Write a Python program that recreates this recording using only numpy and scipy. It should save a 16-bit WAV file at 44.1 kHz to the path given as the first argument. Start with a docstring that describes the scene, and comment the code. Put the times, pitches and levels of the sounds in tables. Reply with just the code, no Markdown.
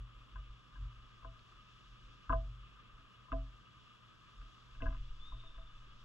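"""Small birds on a stone bird bath

Birds drink and hop on the rim; a microphone pair is fixed to the bath. Claw and beak taps ring
modes of the bowl and the microphone casing; shifts of weight sway the stand at a low note.
One tiny tick sounds, a far bird whistles once, and yard hiss, coloured by the casing's
cavities, comes in with faint steady whines and a faint electrical hum."""
import sys
import numpy as np
from scipy import signal
from scipy.fft import rfft, irfft
from scipy.io import wavfile

SR = 44100
rng = np.random.default_rng(int(sys.argv[2]) if len(sys.argv) > 2 else 0)


def store_pcm(level_fs):
    """Save levels as 16-bit WAV."""
    pcm = np.round(np.clip(level_fs, -1, 1) * 32767).astype(np.int16)
    wavfile.write(sys.argv[1], SR, np.atleast_2d(pcm).T)


N = 266628

# rim taps: t/s, then level/dB into cavity, lid, clip, crack, bowl, deep bowl
TAPS = [(0.3566, -71, -55, -54, -70, -72, -82), (0.7555, -64, -63, -51.5, -80, -81, -69),
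        (1.2266, -64, -62, -66, -75, -64, -89), (1.2456, -49, -49.5, -58, -78, -54.5, -65),
        (2.2942, -26, -47, -40.5, -57.5, -51.5, -47.5), (2.3003, -32, -32.5, -45.5, -67.5, -41, -50),
        (2.3243, -27, -54, -52.5, -53.5, -40, -43), (2.329, -36, -32.5, -43, -58.5, -47.5, -45),
        (2.9817, -74, -76, -73, -82, -75, -78.5), (3.283, -60, -60, -73, -74, -74, -79),
        (3.3180, -31, -60, -48, -57, -61, -46), (3.3250, -44, -43.5, -48.5, -52.5, -42.5, -55),
        (4.414, -52, -84, -66, -71, -75.5, -72), (4.749, -59, -69, -61.5, -71, -80, -82),
        (4.8030, -65, -68, -55, -73, -65, -64), (4.8130, -53, -59, -65, -69, -69, -60),
        (4.8205, -52, -52.5, -52.5, -49, -45.5, -48.5), (4.833, -56, -58, -57, -62.5, -58, -55),
        (4.8571, -42, -57, -48, -63, -50, -53.5), (4.8650, -47, -49.5, -46.5, -59.5, -70, -63),
        (4.885, -50, -55, -66, -63, -59, -52), (4.904, -58, -59, -63, -65, -61, -63),
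        (4.9248, -51, -60, -60.5, -62, -75, -64.5), (4.9456, -49, -57, -62, -66, -77.5, -65),
        (4.9674, -60, -77, -76, -67, -83, -73), (5.3209, -62, -54, -71, -72, -71.5, -66),
        (5.4342, -61, -62, -69, -72, -69, -76), (5.5780, -73, -63, -70, -85, -63, -73)]
# jolts of the stand: t/s, hold/s, decay/(dB/s), f/Hz, rocking/dB, second note/dB, push/dB
JOLTS = [(0.01, 0.01, 220, 47.5, -44.5, -56.5, -64), (0.178, 0.019, 293, 47.3, -55, -68, -61),
         (0.368, .03, 223, 47.45, -43.5, -60, -69), (0.503, .03, 400, 48.7, -52.5, -67, -61),
         (0.807, 0.067, 456, 47.2, -42, -56, -67), (0.964, 0.049, 295, 47.9, -56.5, -72, -66),
         (1.26, 0.04, 328, 46.6, -48, -63, -66), (1.91, 0.018, 399, 43.05, -61, -66.5, -71),
         (2.055, 0.04, 163, 43.6, -59, -73, -68), (2.302, 0.061, 96.5, 46.9, -35, -49.5, -43),
         (2.46, 0.036, 303, 46.2, -49, -54.5, -64), (2.608, .02, 203, 46.7, -56, -71, -69),
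         (2.92, 0.035, 102, 42.74, -61, -72.5, -66), (3.331, 0.061, 140.5, 46.15, -38, -53.5, -56),
         (4.397, 0.039, 261, 41.6, -49, -71, -62), (4.73, 0.021, 149.5, 46.5, -58, -73, -60.5),
         (4.806, .02, 204, 45, -52, -52.5, -46), (4.846, 0.053, 182, 41.48, -36.5, -53.5, -37),
         (4.97, 0.044, 221, 40.8, -43, -56.5, -51), (5.085, 0.025, 149, 41, -53.5, -65, -55),
         (5.331, 0.016, 260, 45.2, -42.5, -56.5, -56), (5.578, 0.034, 198, 44.6, -54.5, -76.5, -57),
         (5.77, 0.023, 186, 44.2, -58.5, -67, -60), (5.908, .02, 400, 48.4, -62, -77.5, -70)]


def taps():
    """Claws and beaks ring the light casing at once, the stone bowl later."""
    # casing and stone modes: f/Hz, level/dB, t60/s, left-right/dB, left lead/rad
    cavity = [(1145, -14.5, 0.021, 4, -.4), (1212, -5.5, 0.051, -1.5, -.2), (1370, -8, 0.018, -0.5, -.3)]
    lid = [(1025, 2.8, 0.1, 6.4, -1.2), (1057, -1.1, 0.047, 18, -1.6)]
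    clip = [(1507, 0.82, 0.06, 5, -0.95), (1638, 1.5, 0.042, 9.4, -0.74)]
    crack = [(2065, -1.5, 0.031, 0, -1.1), (2610, -0.5, 0.029, -9.5, -1.6), (2635, 9, 0.031, -1.5, -1.63),
             (2936, -4.5, 0.026, 8, -0.97), (3420, -7.5, 0.017, -0.5, -1.1)]
    bowl = [(396, -15, 0.05, -15, -.3), (480, -3, 0.06, -1.5, -0.072), (548, -10.5, 0.04, -18, -.3),
            (658.8, 5, 0.19, -5.5, -0.92), (700, -15, 0.088, 17, -1.1), (768, -24.5, 0.073, -32, -0.87)]
    deep_bowl = [(78.6, 0.5, 0.2, .4, 0), (162, -26.5, 0.02, .4, 0.099), (220, -5, 0.041, .3, -0.18),
                 (268.4, 2, 0.33, 0.2, -0.49), (329, -3.5, 0.054, 0.1, -.2)]
    _, cavity_db, lid_db, clip_db, crack_db, bowl_db, deep_db = np.transpose(TAPS)
    return (struck(cavity, cavity_db, contact_s=0.0008, spread_db=0.8)
            + struck(lid, lid_db, contact_s=0.003, spread_db=0.8, neighbour_sign=1)
            + struck(clip, clip_db, contact_s=0.0036, spread_db=3)
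            + struck(crack, crack_db, contact_s=0.0004, spread_db=1.5)
            + struck(bowl, bowl_db, contact_s=0.01, spread_db=4)
            + struck(deep_bowl, deep_db, contact_s=0.0036, spread_db=3))


def struck(modes, level_db, contact_s, spread_db, neighbour_sign=-1):
    """Damped modes rung by every tap; a longer contact makes the ring swell more slowly."""
    onsets = np.round(np.array(TAPS)[:, 0] * SR).astype(int)
    scatter = rng.normal(0, 1, (len(onsets), len(modes), 2))
    contact_pole = np.exp(-1 / (contact_s * SR))
    out = np.zeros((2, N))
    for k, (hz, mode_db, t60_s, pan_db, lead_rad) in enumerate(modes):
        gain = from_db(level_db + mode_db + spread_db * scatter[:, k, 0])
        clicks = np.full(N, 1e-18, complex)
        clicks[onsets] = gain * np.exp(.25j * scatter[:, k, 1]) * neighbour_sign ** k
        turn = np.exp(2j * np.pi * hz / SR)
        swell = signal.lfilter([1 - contact_pole], [1, -contact_pole * turn], clicks)
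        ring = signal.lfilter([1], [1, -from_db(-60 / (t60_s * SR)) * turn], swell)
        tilt = from_db(pan_db / 2) * np.exp(.5j * lead_rad)
        out += [(ring * tilt).imag, (ring / tilt).imag]
    return out


def sway():
    """Birds' jolts rock and push the stand and ring a second note, over a faint electrical hum."""
    # fidgeting between jolts: t/s, rocking/dB, push/dB
    unrest = [(0, -75, -73), (1.4, -66, -70), (2.8, -70, -80), (3.7, -80.5, -82), (4.5, -77.5, -79),
              (5.2, -63, -65), (6.05, -69.5, -70)]
    rest_rock_db, rest_push_db = in_time(unrest)
    _, _, decay_db_per_s, jolt_hz, rock_db, second_db, push_db = np.transpose(JOLTS)
    power = jolt_gains(rock_db, decay_db_per_s) ** 2
    rock_hz = every_sample(jolt_hz @ power / power.sum(0))  # the strongest jolt dominates
    rock_gain = every_sample(np.sqrt(power.sum(0)))
    rocking = rock_gain * (tone(rock_hz) + from_db(-14.5) * band(52, 100))
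    second_gain = every_sample(jolt_gains(second_db, decay_db_per_s=148, lag_s=0.019).max(0))
    hum_gain = from_db(-72.5 + 2.2 * drift(5.2))
    note_and_hum = (second_gain + hum_gain) * tone(hz=118.05 + drift(3.1))
    push_gain = every_sample(jolt_gains(push_db, decay_db_per_s=218).max(0))
    pushes = (push_gain + from_db(rest_push_db)) * band(15.5, 33)
    fidgeting = from_db(rest_rock_db) * band(40.3, 47.6)
    return rocking + note_and_hum + pushes + fidgeting


def jolt_gains(level_db, decay_db_per_s, lag_s=0):
    """One envelope per jolt, at every 32nd sample: rise (steeper if hard), hold, decay."""
    hard_db = -42
    start_s, hold_s, _, _, rock_db = np.transpose(JOLTS)[:5, :, None]
    t = np.arange(0, N, 32) / SR - start_s - lag_s
    rise_db_per_s = 332.5 + 115 * np.maximum(rock_db - hard_db, 0)
    before_db = np.maximum(-t, 0) * rise_db_per_s
    after_db = np.maximum(t - hold_s, 0) * np.reshape(decay_db_per_s, (-1, 1))
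    return from_db(level_db[:, None] - np.minimum(before_db + after_db, 200))


def wobble():
    """A bird's push-off leaves the stand wobbling slowly."""
    start_s, hz, level_db, t60_s, overtone_db = 4.862, 11.2, -42, 4.5, -12
    t = np.maximum(np.arange(N) / SR - start_s, 0)
    phase = 2 * np.pi * hz * t
    return from_db(level_db - 60 * t / t60_s) * (np.sin(phase) + from_db(overtone_db) * np.sin(2 * phase))


def tick():
    """One tiny tick straight ahead: a band-passed click."""
    start_s, peak_db, centre_hz, width_octaves = 1.393, -51, 3100, 1.15
    edges_hz = [centre_hz / 2 ** (width_octaves / 2), centre_hz * 2 ** (width_octaves / 2)]
    impulse = (np.arange(N) == round(start_s * SR)) + 1e-18
    click = signal.sosfilt(signal.butter(5, edges_hz, "band", fs=SR, output="sos"), impulse)
    return from_db(peak_db) * click / abs(click).max()


def far_bird():
    """A clean rising whistle, its echoes smeared into narrow-band noise."""
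    # whistle and echo: t/s, f/Hz, level/dB
    whistle = [(5.175, 3400, -90), (5.2, 3450, -66), (5.23, 3530, -59), (5.285, 3660, -58),
               (5.315, 3740, -66), (5.34, 3810, -69), (5.39, 3740, -85)]
    echo = [(5.21, 3430, -85), (5.25, 3470, -66), (5.32, 3560, -62), (5.45, 3630, -61), (5.55, 3550, -65),
            (5.72, 3490, -68), (5.95, 3350, -90)]
    whistle_hz, whistle_db = in_time(whistle)
    echo_hz, echo_db = in_time(echo)
    direct = from_db(whistle_db) * tone(whistle_hz)
    smear = (drift(45) * tone(echo_hz) + drift(49) * tone(echo_hz + 41)) / 2
    return direct + from_db(echo_db) * smear


def yard():
    """Hiss coloured by the casing cavities, flickering in each octave, with faint whines."""
    # hiss spectrum: f/Hz, relative density/dB
    spectrum = [(15, -26), (30, -7), (90, -12), (170, -12.5), (300, -19.5), (850, -29), (1000, -19),
                (1700, -25), (2050, -27.5), (3500, -23), (3900, -30), (7500, -43.5), (8300, -49.5),
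                (10000, -55.5), (12500, -57), (15000, -63)]
    # casing cavities: f/Hz, width/Hz, level/dB
    cavities = [(1229.3, 136, -8), (1607, 240, -21), (2680, 340, -20.5), (2937, 99, -15),
                (3400, 220, -26.5)]
    # leaves swelling in the treble: t/s, gain/dB
    breeze = [(0, -0.5), (1.1, 1.5), (1.9, 4), (2.8, 0), (3.8, 1.5), (4.8, 5.5), (5.4, 3), (6.05, 4)]
    # steady whines: f/Hz, level/dB
    whine_tones = [(2893, -91.5), (3247, -89.5), (3306, -84), (3838, -88.5), (5410, -89.5)]
    hiss_db, flicker_db = -62.5, 1
    hz = np.fft.rfftfreq(N, 1 / SR) + 1
    power = from_db(2 * at_hz(spectrum, hz)[0])
    for peak_hz, width_hz, peak_db in cavities:
        power += from_db(2 * peak_db) / (1 + (2 * (hz - peak_hz) / width_hz) ** 2) ** 2
    noise = rfft(rng.standard_normal((3, N))) * np.sqrt(power / power.mean())  # common, left, right
    octave = np.clip(np.log2(hz / 84), 0, 8)
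    leaves_db = in_time(breeze)[0]
    hiss = np.zeros((3, N))
    for k in range(9):
        octave_noise = irfft(noise * np.clip(1 - abs(octave - k), 0, 1), N)
        hiss += from_db(hiss_db + flicker_db * drift(9.6) + leaves_db * (k == 6)) * octave_noise
    whines = sum(from_db(level_db + 2.1 * drift(6.6)) * tone(whine_hz * (1 + 0.0011 * drift(6)))
                 for whine_hz, level_db in whine_tones)
    return through_ports(hiss[0] + whines, hiss[1:])


def through_ports(common, separate=0):
    """Airborne sound enters two microphone ports, each with its own level and phase by frequency."""
    # port pair: f/Hz, coherence, left-right/dB, left lead/rad
    ports = [(28.7, 0.93, -8, 0.5), (122.4, 0.5, 2, 1.2), (169, 0.42, -1.5, -1.05), (500, 0.32, -6.5, -1.5),
             (946, 0.94, -1, -1.8), (1205, 0.96, 3, 0.93), (1690, 0.52, 5, -1.3), (2030, 0.1, -2, -2.0),
             (2310, 0.97, -0.5, -1.65), (3110, 0.91, -0.5, -1.78), (3250, 0.84, 12.5, 0.54),
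             (4150, 0.27, -4, -3), (6500, 0.66, -4, 0.5)]
    treble = [(6250, .97, 0, 0), (7400, .92, 1, 0), (8300, .72, 8, 0), (10000, .75, 0, 0)]
    coherence, pan_db, lead_rad = at_hz(ports + treble, np.fft.rfftfreq(N, 1 / SR) + 1)
    coherence = np.clip(coherence, 0, 1)
    mix = np.sqrt(coherence) * rfft(common) + np.sqrt(1 - coherence) * rfft(separate + np.zeros((2, N)))
    tilt = from_db(pan_db / 2) * np.exp(.5j * lead_rad)
    equal_power = np.sqrt(2 / (abs(tilt) ** 2 + abs(tilt) ** -2))
    return irfft(mix * [tilt, 1 / tilt] * equal_power, N)


def from_db(db):
    """dB to gain."""
    return 10 ** (np.asarray(db) / 20)


def rms_one(x):
    """Scale to rms 1."""
    return x / np.sqrt(np.mean(x ** 2) + 1e-20)


def in_time(rows):
    """Columns of a time table at every sample."""
    times_s, *columns = np.transpose(rows)
    return [np.interp(np.arange(N) / SR, times_s, column) for column in columns]


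def at_hz(rows, hz):
    """Columns of a spectrum table at the given frequencies."""
    row_hz, *columns = np.transpose(rows)
    return [np.interp(np.log(hz), np.log(row_hz), column) for column in columns]


def every_sample(coarse):
    """Interpolate a curve given at every 32nd sample."""
    return np.interp(np.arange(N) / 32, np.arange(len(coarse)), coarse)


def drift(rate_hz):
    """Slow random curve, rms 1."""
    step, settle = 40, 2000
    pole = np.exp(-2 * np.pi * rate_hz * step / SR)
    noise = rng.standard_normal(N // step + settle + 2)
    slow = signal.lfilter([1], [1, -2 * pole, pole * pole], noise)[settle:]
    return np.interp(np.arange(N) / step, np.arange(len(slow)), rms_one(slow))


def tone(hz):
    """Sine on a pitch curve, rms 1."""
    return np.sqrt(2) * np.sin(2 * np.pi * np.cumsum(hz * np.ones(N)) / SR + rng.uniform(0, 2 * np.pi))


def band(low_hz, high_hz):
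    """Band noise, rms 1."""
    bandpass = signal.butter(2, [low_hz, high_hz], "band", fs=SR, output="sos")
    return rms_one(signal.sosfilt(bandpass, rng.standard_normal(N)))


def scene():
    """Structure-borne taps and sway, a tick, airborne bird and yard."""
    stand_pan = from_db([[.2], [-.2]])
    return taps() + (sway() + wobble()) * stand_pan + tick() + through_ports(far_bird()) + yard()


def record(dry):
    """Steep low-pass."""
    stop_hz = 15600
    return signal.sosfilt(signal.cheby2(12, 40, stop_hz, fs=SR, output="sos"), dry)


dry = scene()
out = record(dry)
store_pcm(out)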